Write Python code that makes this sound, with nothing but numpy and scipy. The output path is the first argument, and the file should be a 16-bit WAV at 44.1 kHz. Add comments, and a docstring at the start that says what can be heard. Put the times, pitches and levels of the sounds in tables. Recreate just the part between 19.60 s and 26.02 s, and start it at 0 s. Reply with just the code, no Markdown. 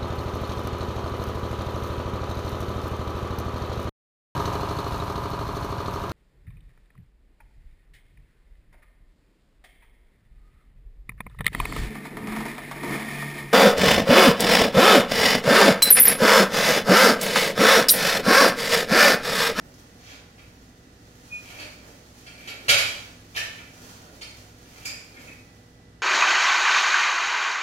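"""A steel-tube laundry cart is swung round and parked in a small, hard-walled room; ventilation hums.
Soft steps and a scuffing sole come first; a plastic apron and bags rustle as the arms move.
Shoves set the castors rumbling and the loose frame rattling; one castor sticks and squeaks at 1.7 s.
At 3.1 s the frame crashes against the next cart, and lighter knocks follow.
A small fitting clinks at 5.3 s; a thin tone stands out as the cart comes to rest."""
import sys
import numpy as np
from scipy import signal
from scipy.fft import rfft, irfft, next_fast_len
from scipy.io import wavfile

SR = 44100
rng = np.random.default_rng(int(sys.argv[2]) if len(sys.argv) > 2 else 0)


def materialize(psi):
    """Save the field psi as 16-bit PCM at rate SR to the path in sys.argv[1].

    A 1-D psi becomes a single channel; in a 2-D psi each row is a channel.
    """
    bounded = np.clip(np.atleast_2d(psi).T, -1, 1)
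    quanta = np.round(bounded * 32767).astype(np.int16)
    wavfile.write(sys.argv[1], SR, quanta)


N = 283122
TIME = np.arange(N) / SR


def undb(db):
    """Decibels to gain."""
    return 10 ** (np.asarray(db) / 20)


def unit_rms(x):
    """Scale to rms 1."""
    return x / np.sqrt(np.mean(x ** 2))


def unit_energy(x):
    """Scale to a mean energy of 1 per channel."""
    return x / np.sqrt(np.mean(x ** 2) * x.shape[-1])


def at(points, hz):
    """Read (f/Hz, value) points on a log-frequency axis."""
    f, value = np.transpose(points)
    return np.interp(np.log(hz + 1), np.log(f), value)


def shape(x, gain):
    """Filter by gain(hz)."""
    size = next_fast_len(x.shape[-1] + 2048)
    return irfft(rfft(x, size) * gain(np.fft.rfftfreq(size, 1 / SR)), size)[..., :x.shape[-1]]


def colour(x, points):
    """Filter by (f/Hz, level/dB) points."""
    return shape(x, lambda hz: undb(at(points, hz)))


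def convolve(x, response):
    """Convolve, cut to the length of x."""
    return signal.fftconvolve(x, response, axes=-1)[..., :x.shape[-1]]


def add(track, t_s, sound):
    """Mix a sound in at t_s."""
    start = int(t_s * SR)
    track[start:start + len(sound)] += sound[:N - start]


def walk(rate_hz):
    """Random drift, spread near 1."""
    knots = rng.standard_normal(1024)
    return np.interp(TIME * rate_hz, np.arange(len(knots)), knots)


def fade(t60_s):
    """Exponential decay, 0.5 s long."""
    return np.exp(-np.log(1000) * TIME[:SR // 2] / t60_s)


def swell(rows):
    """Envelope through (t/s, level/dB) rows; silent outside them."""
    t_s, db = np.transpose(rows)
    return undb(np.interp(TIME, t_s, db, left=-np.inf, right=-np.inf))


def gestures(rows, attack_s, release_s):
    """Power-summed envelope of (t/s, length/s, level/dB) holds; attack and release are per 20 dB."""
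    power = 0
    for t_s, length_s, db in rows:
        away = np.maximum(t_s - TIME, 0) / attack_s + np.maximum(TIME - t_s - length_s, 0) / release_s
        power = power + undb(db - 20 * away) ** 2
    return np.sqrt(power)


def grains(rate_hz, spread_db):
    """Dense random clicks of uneven size, rms 1."""
    sizes = undb(spread_db * np.minimum(rng.exponential(size=N), 4))
    return unit_rms((rng.random(N) < rate_hz / SR) * sizes * rng.standard_normal(N))


def thud(points, t60_s):
    """Decaying noise burst coloured by (f/Hz, level/dB) points."""
    return unit_energy(colour(rng.standard_normal(SR // 2), points) * fade(t60_s))


# Stereo width: f/Hz, side minus mid/dB
SIDE_LEVEL = [(60, -14), (150, -17), (280, -22), (500, -10), (1000, 2.5), (2200, -1), (5000, 0)]
def diffuse(size):
    """Noise from all sides: alike left and right in the bass, unrelated in the treble."""
    mid, side = rng.standard_normal((2, size))
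    side = colour(side, SIDE_LEVEL)
    stereo = np.array([mid + side, mid - side])
    return shape(stereo, lambda hz: 1 / np.sqrt(1 + undb(at(SIDE_LEVEL, hz)) ** 2))


# Standing-wave peaks and dips: f/Hz, level/dB
ROOM_SPECTRUM = [(120, 0), (165, 7), (210, -11.5), (290, 2), (390, -2), (480, -0.5), (800, 1.5)]
# Room decay: f/Hz, t60/s
ROOM_DECAY = [(100, 0.58), (500, 0.78), (2500, 0.61), (6000, 0.59), (14000, 0.39)]
def room(direct_db, build_s=0.0014, right_lag_s=0.00032):
    """Direct sound arrives left first; close bare walls follow with a dense tail."""
    t = TIME[:SR]
    noise = colour(diffuse(SR), ROOM_SPECTRUM)
    octaves = np.log2(125) + np.arange(8)
    tail = 0
    for octave, share in zip(octaves, np.eye(len(octaves))):
        band = shape(noise, lambda hz: np.interp(np.log2(hz + 1), octaves, share))
        tail = tail + band * np.exp(-np.log(1000) * t / at(ROOM_DECAY, 2 ** octave))
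    response = unit_energy(tail * (1 - np.exp(-t / build_s)))
    response[0, 0] += undb(direct_db)
    response[1, int(right_lag_s * SR)] += undb(direct_db)
    return unit_energy(response)


# Duct noise: f/Hz, relative level/dB
AIR_SPECTRUM = [(15, -55.5), (25, -7), (49, -9), (109, -3), (139, -9), (278, -4.5), (318, -10.5),
                (475, -14.5), (558, -22), (790, -16), (927, -24.5), (1960, -20), (2130, -27), (5570, -27),
                (15000, -41.5)]
# Fan and mains lines: f/Hz, level/dB re hum_db
HUM_LINES = [(60, -59), (103, -59), (120, -62.5), (166.9, -62.5), (204.6, -81), (247.6, -63.5),
             (484.5, -68), (990.5, -82.5), (1981, -74.5)]
def ventilation(air_db=-53, hum_db=-1, flutter_db=2, wander_hz=1.173):
    """Duct noise with wavering fan and mains lines."""
    air = unit_rms(colour(diffuse(N), AIR_SPECTRUM + [(16000, -64)]))
    air = colour(air, [(1000, -0.5), (3000, 1), (8000, -2.5)]) * undb(0.5 * walk(6.7))
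    hum = 0
    for hz, db in HUM_LINES:
        amplitude = np.sqrt(2) * undb(db + flutter_db * walk(5.2))
        phase = 2 * np.pi * np.cumsum(hz + wander_hz * walk(11)) / SR
        hum = hum + amplitude * np.sin(phase)
    return undb(air_db) * air + undb(hum_db) * hum


def thin_tone(hz=1981):
    """A faint steady pitch swells as the cart is parked."""
    return np.sin(2 * np.pi * hz * TIME) * swell([(5.5, -67), (5.9, -64), (6.42, -73)])


# Footfalls: t/s, level/dB re step_db
FOOTFALLS = [(0.039, -44), (0.801, -45), (1.999, -51), (3.25, -45), (4.243, -55), (4.831, -51),
             (5.2, -42.5), (5.618, -41)]
def steps(step_db=26):
    """Soft soles thump the floor."""
    spectrum = [(25, -35), (58, 7.5), (100, -7), (170, -15.5), (400, -25), (2000, -38)]
    out = np.zeros(N)
    for t_s, db in FOOTFALLS:
        add(out, t_s, undb(db + step_db) * thud(spectrum, t60_s=0.24))
    return out


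# Slide of the sole: t/s, level/dB
SCUFF_ENVELOPE = [(.38, -62), (.44, -48.5), (.52, -47), (.58, -57), (.63, -76)]
# Grit under the sole: f/Hz, relative level/dB
SCUFF_SPECTRUM = [(200, -27), (600, -2), (1050, -4.5), (1800, -1), (3200, -0.5), (6500, -4.5), (8000, -16),
                  (15000, -23)]
def scuff():
    """A rubber sole drags over fine grit."""
    grit = colour(grains(rate_hz=6600, spread_db=4.5), SCUFF_SPECTRUM)
    return unit_rms(grit) * swell(SCUFF_ENVELOPE)


# Arm movements: t/s, length/s, level/dB
ARM_MOVES = [(.14, 0.034, -55), (.44, .04, -57.5), (.84, .19, -61), (1.66, 0.047, -53), (1.88, 0.16, -50),
             (2.26, 0.025, -55), (2.58, 0.078, -53), (3.18, 0.11, -43), (3.82, 0.033, -48),
             (4.22, 0.076, -48), (4.55, 0.26, -53.5), (5.14, .12, -51.5), (5.61, 0.043, -52)]
# Faint stirring of the apron: t/s, length/s, level/dB
APRON_STIR = [(0, 6.08, -63.5)]
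# Creasing: f/Hz, relative level/dB
RUSTLE_SPECTRUM = [(400, 0), (1500, -2), (3500, -4.5), (6500, -2.5), (8000, -9.5), (11500, -10.5),
                   (15500, -13)]
def rustle():
    """Thin plastic and cloth crease in tiny snaps as the arms move."""
    creasing = gestures(ARM_MOVES + APRON_STIR, attack_s=0.39, release_s=0.33)
    snaps = colour(grains(rate_hz=5900, spread_db=6.0), RUSTLE_SPECTRUM)
    return unit_rms(snaps) * creasing


# Castor squeak: t/s, length/s, level/dB
CASTOR_SLIPS = [(1.728, 0.033, -33.5)]
def squeak(resonance_hz=2468, waver=0.0035):
    """A dry castor sticks and slips at one resonance, almost a pure tone."""
    pitch_hz = resonance_hz * (1 + waver * walk(150))
    slipping = gestures(CASTOR_SLIPS, attack_s=0.022, release_s=0.06)
    return np.sqrt(2) * np.sin(2 * np.pi * np.cumsum(pitch_hz) / SR) * slipping


def chatter(length_s, count=24, scatter_db=2.0):
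    """Force of loose metal meeting: an uneven run of contacts that builds, then lets go."""
    progress = (np.arange(count) + rng.random(count)) / count
    sizes = rng.choice([-1, 1], count) * undb(scatter_db * rng.standard_normal(count))
    arch = np.sin(np.pi * progress ** 0.52)
    force = np.zeros(SR // 2)
    np.add.at(force, (progress * length_s * SR).astype(int), sizes * arch)
    return unit_energy(force)


def ring(modes, t60_3khz_s, split=0.0065):
    """Steel modes in close pairs, as a tube bends in two planes; high ones die sooner."""
    t = TIME[:SR // 3]
    hz, db = np.repeat(modes, 2, axis=0).T[..., None]
    hz = hz * (1 + split * (2 * rng.random(hz.shape) - 1))
    waves = np.sin(2 * np.pi * (hz * t + rng.random(hz.shape)))
    decay = np.exp(-np.log(1000) * t / (t60_3khz_s * np.sqrt(3000 / hz)))
    weights = undb(db + 2 * rng.standard_normal(db.shape))
    return unit_energy(np.sum(weights * waves * decay, axis=0))


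def taps(events, modes, t60_3khz_s, strike_db):
    """A loose part chatters against the frame and rings in its own modes."""
    out = np.zeros(N)
    for t_s, db, length_s in events:
        ringing = convolve(chatter(length_s), ring(modes, t60_3khz_s))
        add(out, t_s, undb(db + strike_db) * unit_energy(ringing))
    return out


# Fitting contacts: t/s, level/dB re strike_db, chatter/s
FITTING_HITS = [(5.255, -28.5, .007), (5.260, -36.5, 0.012)]
# Fitting modes: f/Hz, relative level/dB
FITTING_PARTIALS = [(2310, -8.5), (2487, -17), (4560, -7), (4690, -7), (4810, 4.5), (4970, -0.5), (5140, 3),
                    (5290, -12), (6950, -10), (9350, -33)]
def fitting():
    """A small steel fitting clinks."""
    return taps(FITTING_HITS, FITTING_PARTIALS, t60_3khz_s=0.015, strike_db=30)


# Hoop contacts: t/s, level/dB re strike_db, chatter/s
HOOP_HITS = [(0.512, -55, 0.031), (0.79, -58, 0.016), (3.768, -26.5, 0.0098), (3.782, -42, .025),
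             (3.978, -43.5, .025), (5.295, -44, 0.025), (5.565, -45.5, 0.027), (5.672, -43, 0.027)]
# Hoop modes: f/Hz, relative level/dB
HOOP_PARTIALS = [(1790, 0), (2080, 1), (2335, 1.5), (2465, 4), (2585, -5), (3020, 1), (3220, -6)]
def hoop():
    """The hoop holding the bag knocks, barely ringing."""
    return taps(HOOP_HITS, HOOP_PARTIALS, t60_3khz_s=0.012, strike_db=31.5)


# Shelf contacts: t/s, level/dB re strike_db, chatter/s
SHELF_HITS = [(2.02, -41, .045), (2.665, -42.5, 0.01), (2.88, -48, 0.02), (3.089, -17.5, 0.0042),
              (3.128, -22, 0.0055), (3.772, -30, .02), (4.612, -35.5, .018)]
# Shelf modes: f/Hz, relative level/dB
SHELF_PARTIALS = [(2280, -15.5), (3070, -6), (3680, -1), (4310, -7), (4400, 4.5), (4870, -2), (5650, -0.5),
                  (6780, -5), (8660, -4), (11500, -23)]
def shelf():
    """The wire shelf is jolted and rings briefly."""
    return taps(SHELF_HITS, SHELF_PARTIALS, t60_3khz_s=0.049, strike_db=25.5)


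# Wires and joints: f/Hz, relative level/dB
CLATTER_SPECTRUM = [(150, -21), (310, -19), (400, -14.5), (640, -8), (1050, -10.5), (1370, -6.5),
                    (1900, -4.5), (2350, 4.5), (3100, -4), (4500, -7), (6900, -15), (8000, -19),
                    (11600, -24), (15500, -34)]
# Tube modes: f/Hz, relative level/dB
TUBE_PARTIALS = [(1328, -8), (2287, 4), (2356, 6), (2451, -6), (2569, 0.5), (2767, -2), (2831, -12.5),
                 (2975, 4), (3051, -7.5), (3109, 1.5), (3260, 0.5), (3354, -10), (3656, -16.5),
                 (3721, -13.5), (4001, -5.5), (4308, -2), (4533, -1), (4683, -5), (4823, -2), (5464, -15),
                 (6470, -11), (6980, -5.5), (11500, -3)]
def frame(force, clatter_t60_s=0.0076, ring_db=-4):
    """Each contact sets off a brief clatter of wires and joints and rings the tubes."""
    energy = convolve(force ** 2, fade(clatter_t60_s) ** 2)
    clatter = colour(np.sqrt(np.abs(energy)) * rng.standard_normal(len(force)), CLATTER_SPECTRUM)
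    tubes = convolve(force, ring(TUBE_PARTIALS, t60_3khz_s=0.083, split=0.0048))
    return np.std(force) * (unit_rms(clatter) + undb(ring_db) * unit_rms(tubes))


# Shoves: t/s, length/s, rumble level/dB, joint drive level/dB
CART_SHOVES = [(0.0, .03, -55, -66), (0.504, 0.022, -57, -46), (.79, 0.025, -65, -66.5),
               (1.939, 0.075, -50, -37), (2.25, .04, -54, -61), (2.78, 0.18, -57.5, -44),
               (3.06, 0.16, -49, -58), (3.88, 0.089, -59, -53.5), (4.212, .04, -55.5, -66),
               (4.457, 0.03, -52.5, -70), (5.19, 0.12, -59.5, -40), (5.57, 0.068, -53, -48)]
# Castor rumble: f/Hz, relative level/dB
RUMBLE_SPECTRUM = [(100, -21), (280, 4.5), (400, -2), (620, 0), (1050, -11.5), (1500, -8.5), (2500, -19),
                   (6000, -56.5)]
def rolling(rattle_db=-1, creep_db=-64.5, attack_s=0.15, release_s=0.053):
    """Shoved castors bump over the gritty floor and shake loose joints; between shoves they creep."""
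    t_s, length_s, castor_db, joint_db = np.transpose(CART_SHOVES)
    travel = gestures(zip(t_s, length_s, castor_db), attack_s, release_s) + undb(creep_db)
    shaking = gestures(zip(t_s, length_s, joint_db), attack_s, release_s)
    force = grains(rate_hz=830, spread_db=5.0) * shaking
    rattle = colour(frame(force), [(500, -7), (2500, -5.5), (5000, -7.5), (12000, 0.5)])
    rumble = unit_rms(colour(grains(rate_hz=1800, spread_db=1.5), RUMBLE_SPECTRUM)) * travel
    return undb(rattle_db) * rattle + rumble


# Blows on the frame: t/s, level/dB re strike_db, chatter/s, treble tilt/(dB/octave), base gain/dB
FRAME_HITS = [(0.780, -50, 0.019, -3, -1), (1.985, -36, .05, -3, 2), (2.663, -42, 0.022, -2, 12),
              (2.873, -32, .025, 0.5, 8.5), (3.082, -19.5, 0.0098, -0.5, 2), (3.090, -12, .018, 2.5, 2),
              (3.098, -18.5, 0.018, 4, -4), (3.126, -24, .014, -2, -13), (3.18, -20, 0.016, 3.5, -6),
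              (3.748, -36, 0.014, -1, -6), (3.760, -28.5, 0.013, 3.5, 12.5), (3.778, -33, 0.026, 4, 7),
              (4.610, -38, 0.028, 0, 12), (5.250, -40, 0.017, 5, -16)]
def blows(strike_db=29, thud_db=-23, boom_db=-24, boom_hz=97, boom_t60_s=0.1):
    """The frame is knocked; the loaded base thuds and bounces on its castors."""
    thud_spectrum = [(40, -15), (100, 1), (190, -10), (310, -4), (400, 4), (620, 5.5),
                     (1200, -11.5), (4000, -61)]
    boom = unit_energy(np.sin(2 * np.pi * boom_hz * TIME[:SR // 2]) * fade(boom_t60_s))
    out = np.zeros(N)
    for t_s, db, length_s, tilt_db_oct, base_db in FRAME_HITS:
        metal = frame(chatter(length_s))
        metal = shape(metal, lambda hz: undb(tilt_db_oct * np.log2(np.maximum(hz, 1500) / 3000)))
        base = undb(thud_db) * thud(thud_spectrum, t60_s=0.067) + undb(boom_db) * boom
        add(out, t_s, undb(db + strike_db) * (metal + undb(base_db) * base))
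    return out


def scene():
    """Cart, apron and feet are heard mostly through the room, the squeak mostly direct."""
    loose_parts = hoop() + shelf()
    clinks = fitting()
    handling = loose_parts + blows() + rolling() + rustle() + scuff() + steps()
    heard = convolve(handling[None], room(direct_db=-6.0))
    heard += convolve(clinks[None], room(direct_db=-6.5))
    heard += convolve(squeak()[None], room(direct_db=16.0))
    return heard + ventilation() + thin_tone()


# Channel balance: f/Hz, left minus right/dB
BALANCE = [(120, -0.5), (280, 0), (500, -7), (1000, -4.5), (2200, -1), (5000, -3)]
def record(dry):
    """Right side louder, most near 500 Hz; steep treble cut."""
    tilted = shape(dry, lambda hz: undb(np.outer([0.5, -0.5], at(BALANCE, hz))))
    cutoff_hz = 15750
    return signal.sosfilt(signal.ellip(10, 0.2, 80, cutoff_hz, fs=SR, output="sos"), tilted)


dry = scene()
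out = record(dry)
materialize(out)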